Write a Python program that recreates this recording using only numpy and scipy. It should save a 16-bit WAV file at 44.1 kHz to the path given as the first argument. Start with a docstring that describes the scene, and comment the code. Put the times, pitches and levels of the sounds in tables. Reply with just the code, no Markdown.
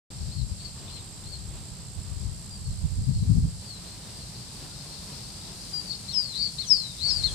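"""Ducklings on a pond

Ducklings swim after their mother with thin arched peeps and long falling whistles, faint at first,
then close and to the left, echoed by the banks. Birds call faintly far away. Two bush crickets buzz
with their wings on the right, over a steady outdoor hiss, and gusts of wind rumble on the microphone.
Near the end a brighter wash of noise comes in and the buzz is heard on both sides."""
import sys
import numpy as np
from scipy import signal
from scipy.fft import rfft, irfft, next_fast_len
from scipy.io import wavfile
from scipy.ndimage import uniform_filter1d

SR = 44100
rng = np.random.default_rng(int(sys.argv[2]) if len(sys.argv) > 2 else 0)


def wav_record(signal):
    """Record a signal, one row per channel, as 16-bit PCM in the file named by sys.argv[1]."""
    frames = np.transpose(np.atleast_2d(signal))
    bounded = np.clip(frames, -1, 1)
    # unit amplitude maps onto the largest positive 16-bit level
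    quanta = np.round(bounded * 32767).astype(np.int16)
    wavfile.write(sys.argv[1], SR, quanta)


N = 323694
T = np.arange(N) / SR


def undb(db):
    """Turn decibels into a gain."""
    return 10 ** (np.asarray(db) / 20)


def unit(x):
    """Scale a signal to an average power of 1."""
    return x / np.sqrt(np.mean(x ** 2))


def curves(rows):
    """Join a table's rows with straight lines in time, one curve per column."""
    times, *columns = np.transpose(rows)
    return [np.interp(T, times, column) for column in columns]


def drift(rate):
    """A smooth random wobble of size about 1 that changes about rate times a second."""
    knots = rng.standard_normal(N // 8)
    line = np.interp(T * rate, np.arange(len(knots)), knots)
    return unit(uniform_filter1d(line, max(int(SR / rate / 2), 1)))


def noise(colour):
    """Noise of power 1, with lows and highs shaped by (pitch_hz, level_db) rows."""
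    hz, db = np.transpose(colour)
    size = next_fast_len(N)
    bins_hz = np.maximum(np.fft.rfftfreq(size, 1 / SR), 1)
    gain = undb(np.interp(np.log(bins_hz), np.log(hz), db))
    return unit(irfft(rfft(rng.standard_normal(size)) * gain, size)[:N])


def blend(a, b, share):
    """Mix a share of b into a at constant power."""
    share = np.clip(share, 0, 1)
    return np.sqrt(1 - share) * a + np.sqrt(share) * b


def stereo_noise(colour, alike):
    """Left and right noise, from unrelated (alike=0) to the same (alike=1)."""
    common = noise(colour)
    return blend(np.array([noise(colour), noise(colour)]), common, alike)


def phase_of(hz):
    """The running angle of a wave whose pitch changes."""
    return 2 * np.pi * np.cumsum(hz) / SR


# Level of the background murmur, which dips while loud gusts hit the microphone: time_s, level_db
MURMUR_LEVEL = [(.1, -53.5), (.4, -58.5), (.8, -54), (1.8, -55), (2.7, -56.5), (3.4, -62.5), (3.65, -53),
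                (4.8, -52.5), (5.6, -52.5), (6.4, -55.5), (7.0, -56)]
# Its tone colour: pitch_hz, level_db
MURMUR_COLOUR = [(100, -20), (250, 2.5), (450, -3.5), (1000, -6.5), (1500, -12), (2300, -13), (4000, -8.5),
                 (9000, -25.5)]


def murmur(boost_db=3.0, swell_db=1.5):
    """A dull murmur from the far shore, in two layers that swell separately."""
    slow, fast = (stereo_noise(MURMUR_COLOUR, alike=.51) * undb(swell_db * drift(rate))
                  for rate in (14, 30))
    lean_left = undb([[.5], [-.5]])
    return blend(slow, fast, .39) * undb(curves(MURMUR_LEVEL)[0] + boost_db) * lean_left


# Level of the hiss: time_s, left_db, right_db
HISS_LEVEL = [(.1, -46, -50), (1.9, -49, -49.5), (3.3, -47, -49), (5.0, -42.5, -46), (7.3, -41, -44)]
# Its tone colour: pitch_hz, left_db, right_db
HISS_COLOUR = [(1460, -19, -10.5), (3490, -10, -8), (3960, -0.5, -11.5), (4580, 4, 1), (5400, 0, -3),
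               (6540, -10, 0.5), (8060, -14.5, 2.5), (9530, -18, 3), (11680, -24.5, -8), (13300, -27, -14),
               (16200, -30, -31)]


def hiss(flicker_db=.7):
    """A high, slightly flickering hiss, different on each side."""
    hz, *sides = np.transpose(HISS_COLOUR)
    return np.array([noise(np.column_stack([hz, colour])) * undb(db + flicker_db * drift(14))
                     for colour, db in zip(sides, curves(HISS_LEVEL))])


WASH_START_S = 7.045
# Tone colour of the wash: pitch_hz, level_db
WASH_COLOUR = [(200, 14.5), (500, 6), (1200, 2), (2500, -0.5), (5000, 4), (8000, 5), (10000, 3.5),
               (12000, -12), (15500, -31)]


def wash(level_db=-44, fade_in_s=.0034):
    """A brighter rush of noise that steps in near the end."""
    fade_in = np.clip((T - WASH_START_S) / fade_in_s, 0, 1)
    return stereo_noise(WASH_COLOUR, alike=.41) * undb(level_db) * fade_in


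def sliding_note(middle_s, length_s, hz, hz_per_s, db):
    """One soft note that swells and fades while its pitch slides."""
    out, t = np.zeros(N), T - middle_s
    on = np.abs(t) < length_s / 2
    swell = np.cos(np.pi * t[on] / length_s)
    out[on] = np.sqrt(2) * undb(db) * swell * np.sin(phase_of(hz + hz_per_s * t[on]))
    return out


# Low bird calls: middle_s, length_s, pitch_hz, slide_hz_per_s, level_db
FAR_CALLS = [(4.71, .13, 1410, -300, -64), (5.132, .26, 970, -600, -62)]


def far_birds(flicker_db=4):
    """Distant calls that flicker on their way over the water."""
    return sum(sliding_note(*call) for call in FAR_CALLS) * undb(flicker_db * drift(70))


# A lower and a higher chirping voice: pitch_hz, spread_hz, level_db
FAR_VOICES = [(3690, 295, -54), (4610, 450, -52)]


def far_chirps(per_voice=44, span_s=(3.85, 5.5), length_s=.05, slide_hz_per_s=8000, blur_s=.2):
    """Faint chirps at random times and pitches, blurred by the reeds on the way."""
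    chirps = np.zeros(N)
    for centre_hz, spread_hz, db in FAR_VOICES:
        for when, pitch, slope, size in rng.uniform(-1, 1, (per_voice, 4)):
            middle_s = np.interp(when, (-1, 1), span_s)
            hz = centre_hz + spread_hz * pitch
            chirps += sliding_note(middle_s, length_s, hz, slide_hz_per_s * slope, db + 2 * size)
    reeds = rng.standard_normal(SR // 2) * undb(-60 * T[:SR // 2] / blur_s)
    return signal.fftconvolve(chirps, reeds / np.sqrt(np.sum(reeds ** 2)))[:N]


# Slow swells of wind: time_s, left_db, right_db
GUSTS = [(.1, -43, -47), (.45, -32, -43), (.65, -48, -48), (1.2, -46.5, -52), (1.45, -37, -45),
         (1.8, -48, -46), (2.05, -38.5, -46), (2.27, -26.5, -44), (2.46, -44.5, -48), (2.7, -35.5, -32.5),
         (2.95, -42, -32.5), (3.07, -27.5, -33), (3.17, -28, -30.5), (3.35, -19, -25), (3.47, -24.5, -22.5),
         (3.56, -36, -42), (3.65, -51, -52), (7.0, -52, -64), (7.04, -38.5, -48), (7.28, -31.5, -32.5),
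         (7.34, -37, -34)]
# Short puffs on top of them: time_s, left_db, right_db
PUFFS = [(.175, -31, -48), (.225, -25.5, -34), (.285, -26, -38), (.39, -22.5, -45), (.435, -24.5, -49),
         (.52, -26.5, -38), (1.73, -44, -32.5), (1.994, -49, -28), (2.12, -30, -50), (2.274, -24.5, -45),
         (2.68, -26.5, -46), (2.72, -38, -33), (2.85, -30, -23.5), (2.93, -42, -26.5), (2.989, -32, -22),
         (3.024, -24, -42), (3.1, -15.5, -25), (3.169, -28, -22), (3.237, -18, -29), (3.31, -14.5, -27),
         (3.38, -14.5, -29), (3.445, -30, -19.5)]
# Tone colour of the gusts: pitch_hz, level_db
GUST_COLOUR = [(20, -23), (40, -1), (62, 2), (95, 2.5), (125, -1.5), (190, -13.5), (240, -29), (400, -41),
               (900, -53.5), (8000, -100)]
# Tone colour of the rumble between them: pitch_hz, level_db
RUMBLE_COLOUR = [(20, -22), (45, 0.5), (80, -2), (135, 0.5), (205, -2.5), (255, -23.5), (400, -25.5),
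                 (900, -36), (8000, -103)]


def wind(rumble_db=-45, flutter_db=1.16, pitch_ratio=1.31, puff_s=.017):
    """Swirling air hits each side of the microphone, higher in strong gusts, over a steady rumble."""
    power = undb(curves(GUSTS)) ** 2
    for time_s, *sides_db in PUFFS:
        puff = np.exp(-((T - time_s) / puff_s) ** 2 / 2)
        power += np.outer(undb(sides_db), puff) ** 2
    low = stereo_noise(GUST_COLOUR, alike=.3)
    high = stereo_noise([(hz * pitch_ratio, db) for hz, db in GUST_COLOUR], alike=.21)
    high_share = (10 * np.log10(power) + 28) / 10  # none at -28 dB, all at -18 dB
    flutter = undb(flutter_db * np.array([drift(22), drift(22)]))
    gusts = blend(low, high, high_share) * flutter * np.sqrt(power)
    return gusts + stereo_noise(RUMBLE_COLOUR, alike=.91) * undb(rumble_db)


# Level of the two crickets: time_s, lower_cricket_db, higher_cricket_db
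CRICKET_LEVELS = [(.1, -47, -50), (2.5, -47.5, -49), (5.0, -53, -50), (7.3, -48, -48)]
# Tone colour of their buzz once the reeds scatter it: pitch_hz, level_db
BUZZ_COLOUR = [(5000, -62), (6900, -3), (7250, 4), (7400, -33), (7560, 1), (7800, 6.5), (8030, -10),
               (8270, 4), (8600, -23), (11000, -46)]


def crickets(notes_hz=(7600, 8310), bend_hz=260, scrape_hz=60, left_db=-15, scattered_share=.26):
    """Each stroke rings the wing on the insect's own note, then the wing swings back silently."""
    strokes_hz, in_step_s = (60.58, 60.82), 2.1  # close rates slide in and out of step
    direct, power = np.zeros((2, N)), 0
    for db, note_hz, stroke_hz in zip(curves(CRICKET_LEVELS), notes_hz, strokes_hz):
        swing = np.cos(2 * np.pi * stroke_hz * (T - in_step_s) + .044 * drift(50))
        speed = np.maximum(swing, 0)
        strength = speed ** .49 * undb(drift(90))
        hz = note_hz - bend_hz * (1 - speed)  # the note sags where the wing is slow
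        for side in direct:
            side += undb(db) * unit(strength * np.sin(phase_of(hz + scrape_hz * drift(1500))))
        power += undb(db) ** 2
    scattered = np.sqrt(power) * stereo_noise(BUZZ_COLOUR, alike=0)
    left, right = blend(direct, scattered, scattered_share)
    # the left side is quieter until the wash comes in
    return np.array([left * undb(left_db * (T < WASH_START_S)), right])


# Echoes off the banks: delay_s, left_db, right_db
BANKS = [(0.0206, -12.5, -19.5), (.071, -20.5, -44)]


def pond_echoes(calls, right_db=-18, scatter_db=(-15, -19), die_away_s=.34):
    """Calls arrive directly, then off the banks and scattered by the plants along the shore."""
    t = T[:SR]
    tail = rng.standard_normal((2, SR)) * undb(-60 * t / die_away_s) * np.clip(t / .02, 0, 1)
    paths = tail / np.sqrt(np.sum(tail ** 2, axis=1, keepdims=True)) * undb(scatter_db)[:, None]
    paths[0, 2] += 1  # the direct sound reaches the left side two samples later
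    paths[1, 0] += undb(right_db)
    for delay_s, *sides_db in BANKS:
        paths[:, int(delay_s * SR)] += undb(sides_db)
    return signal.fftconvolve(calls[None], paths, axes=1)[:, :N]


# Short peeps: start_s, rise_s, fall_s, top_hz, sag_limit_hz, level_db, swell_slowness, trill_depth,
# rasp_db, thread_db (the thin tone before and after). The last two are relative to level_db.
PEEPS = [(.298, .052, .076, 4470, 1530, -44.5, 1.2, 0.4, -17, -17),
         (.588, 0.054, .06, 4600, 1570, -41, 2.5, 0.36, -13.5, -9),
         (.875, 0.075, 0.049, 4260, 1510, -44, 1.7, 0.14, 0, -8),
         (1.239, 0.072, 0.063, 4490, 1310, -41, 0.93, 0.25, -20, -15),
         (4.905, 0.021, 0.033, 4640, 1620, -45, .3, 0.3, -20, -6),
         (5.896, 0.0043, 0.038, 4520, 1400, -30.5, .2, 0.64, -32, -26),
         (6.085, 0.012, 0.03, 4320, 2000, -31, .2, 0.27, -22, -8),
         (6.325, .132, .025, 4516, 1550, -23, 1, 0.48, -30, -25),
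         (6.584, .017, 0.027, 4280, 1680, -26, 0.26, 0.18, -19, -11),
         (6.985, 0.1, 0.032, 4520, 1630, -21, 1.7, 0.44, -26, -20),
         (7.237, 0.014, .021, 4293, 1500, -18, 0.14, .15, -30, -13)]


def peeps(trill_hz=170, octave_db=-33, end_rasp_db=4.0, shimmer_db=5.0, steady_db=-16):
    """Each peep arches in pitch; the duckling's voice box flutters harder and rasps at both ends."""
    lead_s, tail_s, smooth_s = .015, .066, .0017
    max_climb_hz, climb_s = 804, .0339
    swing_hz, jitter_hz, wander_hz, slack_hz = 140, 250, 35, 70
    jitter, unsteady, shimmer, wander, slack = (drift(rate) for rate in (900, 60, 85, 90, 400))
    rasp = noise([(600, -36), (1950, -16), (2550, -4), (3600, 0), (4800, -1), (7000, -25), (15000, -45)])
    out = np.zeros(N)
    for start, rise, fall, top_hz, sag_limit_hz, db, slowness, trill, rasp_db, thread_db in PEEPS:
        on = (T > start - lead_s) & (T < start + rise + fall + tail_s)
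        t = T[on] - start
        # arch is -1 at the start, 0 at the top, 1 at the end, and more in the tail
        arch = (t - rise) / np.where(t < rise, rise, fall)
        depth = np.minimum(trill + .25 * np.sin(np.pi / 2 * np.clip(arch, -1, 2)) ** 2, 1)
        flutter = depth * np.sin(phase_of(trill_hz * (1 + .11 * unsteady[on])))
        # a longer rise climbs further
        climb = max_climb_hz * np.tanh(rise / climb_s) * np.minimum(arch ** 2, np.abs(arch))
        sag = sag_limit_hz * arch ** 2 / (2.3 + arch ** 2)
        hz = top_hz - np.where(arch < 0, climb, sag)
        phase = phase_of(hz + swing_hz * flutter + jitter_hz * depth * jitter[on] + wander_hz * wander[on])
        swell = np.maximum(1 - arch ** 2, 0) ** np.where(arch < 0, slowness, .55)
        thread = np.clip(np.minimum(1 + t / lead_s, (rise + fall + tail_s - t) / tail_s), 0, 1) ** 2
        pressure = np.maximum(uniform_filter1d(swell, int(smooth_s * SR)), undb(thread_db) * thread)
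        # a weak, unsteady tone follows an octave below
        octave = undb(octave_db) * np.sqrt(pressure) * np.sin(phase / 2 + phase_of(slack_hz * slack[on]))
        tone = np.sqrt(2) * (pressure * np.sin(phase) + octave)
        hoarse = undb(rasp_db + end_rasp_db * arch) * rasp[on] * np.sin(np.pi * np.minimum(arch ** 2, 1))
        # softer peeps have a more ragged level
        ragged_db = shimmer_db * shimmer[on] * np.clip((steady_db - db) / 30, 0, 1)
        out[on] += undb(db + ragged_db) * (1 + flutter) * (tone + hoarse)
    return out


# How strongly the throat rings: pitch_ratio (1 is its favourite pitch), level_db
THROAT = [(.68, -33), (.75, -25), (.8, -19), (.875, -14), (.935, -8.5), (.98, -1.5), (1.0, -0.5),
          (1.052, -5.5), (1.078, -13), (1.2, -20), (1.4, -28)]
# Falling whistles, described at their loudest moment:
# peak_s, lead_s, tail_s, pitch_hz, fall_hz_per_s, ease_s, level_db, throat_sharpness
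WHISTLES = [(2.54, 0.039, 0.037, 4710, 4250, .3, -41.5, 1.1),
            (2.695, .06, 0.055, 4250, 5640, 0.99, -51, .1), (3.05, 0.051, 0.064, 4930, 3800, .9, -53, .15),
            (3.18, .07, 0.079, 4220, 4600, 0.54, -50.5, .05),
            (3.72, 0.08, 0.075, 4300, 6560, 0.43, -41, 0.4), (4.125, .04, 0.16, 5150, 11000, .15, -52, .15),
            (5.625, 0.023, 0.031, 4880, 2500, .3, -43.5, .5),
            (5.765, .037, 0.047, 4775, 1060, 0.13, -28, 1.1),
            (5.92, .1, 0.052, 4420, 3320, 0.8, -30.5, 1.9),
            (5.953, 0.011, 0.0088, 5060, 45300, 0.045, -28, 0.87),
            (6.179, 0.055, 0.37, 5035, 8850, 0.34, -17.5, 1.12),
            (6.72, 0.074, 0.28, 5103, 15800, 0.087, -8.5, 1.22),
            (7.118, 0.041, 0.16, 5090, 14950, 0.084, -19.5, 0.72),
            (7.165, .016, 0.02, 4680, 5500, .3, -25.5, .8)]


def whistles(waver_hz=32, attack_s=.015, release_share=.32, shimmer_db=3.0, steady_db=-12):
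    """Nearly pure tones drop fast, then level out, loudest where the duckling's throat rings most."""
    out, waver, shimmer = np.zeros(N), drift(350), drift(100)
    for peak_s, lead_s, tail_s, hz, fall_hz_per_s, ease_s, db, sharpness in WHISTLES:
        on = (T > peak_s - lead_s) & (T < peak_s + tail_s)
        t = T[on] - peak_s
        pitch_ratio = np.maximum(1 + t / ease_s, .1) ** (-fall_hz_per_s * ease_s / hz)
        fade = np.clip(np.minimum((t + lead_s) / attack_s, (1 - t / tail_s) / release_share), 0, 1)
        level_db = db + sharpness * np.interp(pitch_ratio, *np.transpose(THROAT))
        # the softer the tone, the more it flickers
        level_db += shimmer_db * shimmer[on] * np.clip((steady_db - level_db) / 30, 0, 1)
        out[on] += fade * undb(level_db) * np.sin(phase_of(hz * pitch_ratio + waver_hz * waver[on]))
    return np.sqrt(2) * out


def scene():
    """Ducklings on the pond, distant birds, crickets, wind and background noise."""
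    calls = pond_echoes(peeps() + whistles() + far_chirps())
    return calls + far_birds() + crickets() + wind() + murmur() + hiss() + wash()


def record(dry):
    """The sound starts after a moment of silence, and the highest treble is cut."""
    start_s, top_hz = .103, 15300
    fade_in = np.clip((T - start_s) / .003, 0, 1)
    treble_cut = signal.ellip(12, .2, 95, top_hz, fs=SR, output="sos")
    return signal.sosfilt(treble_cut, dry * fade_in)


dry = scene()
out = record(dry)
wav_record(out)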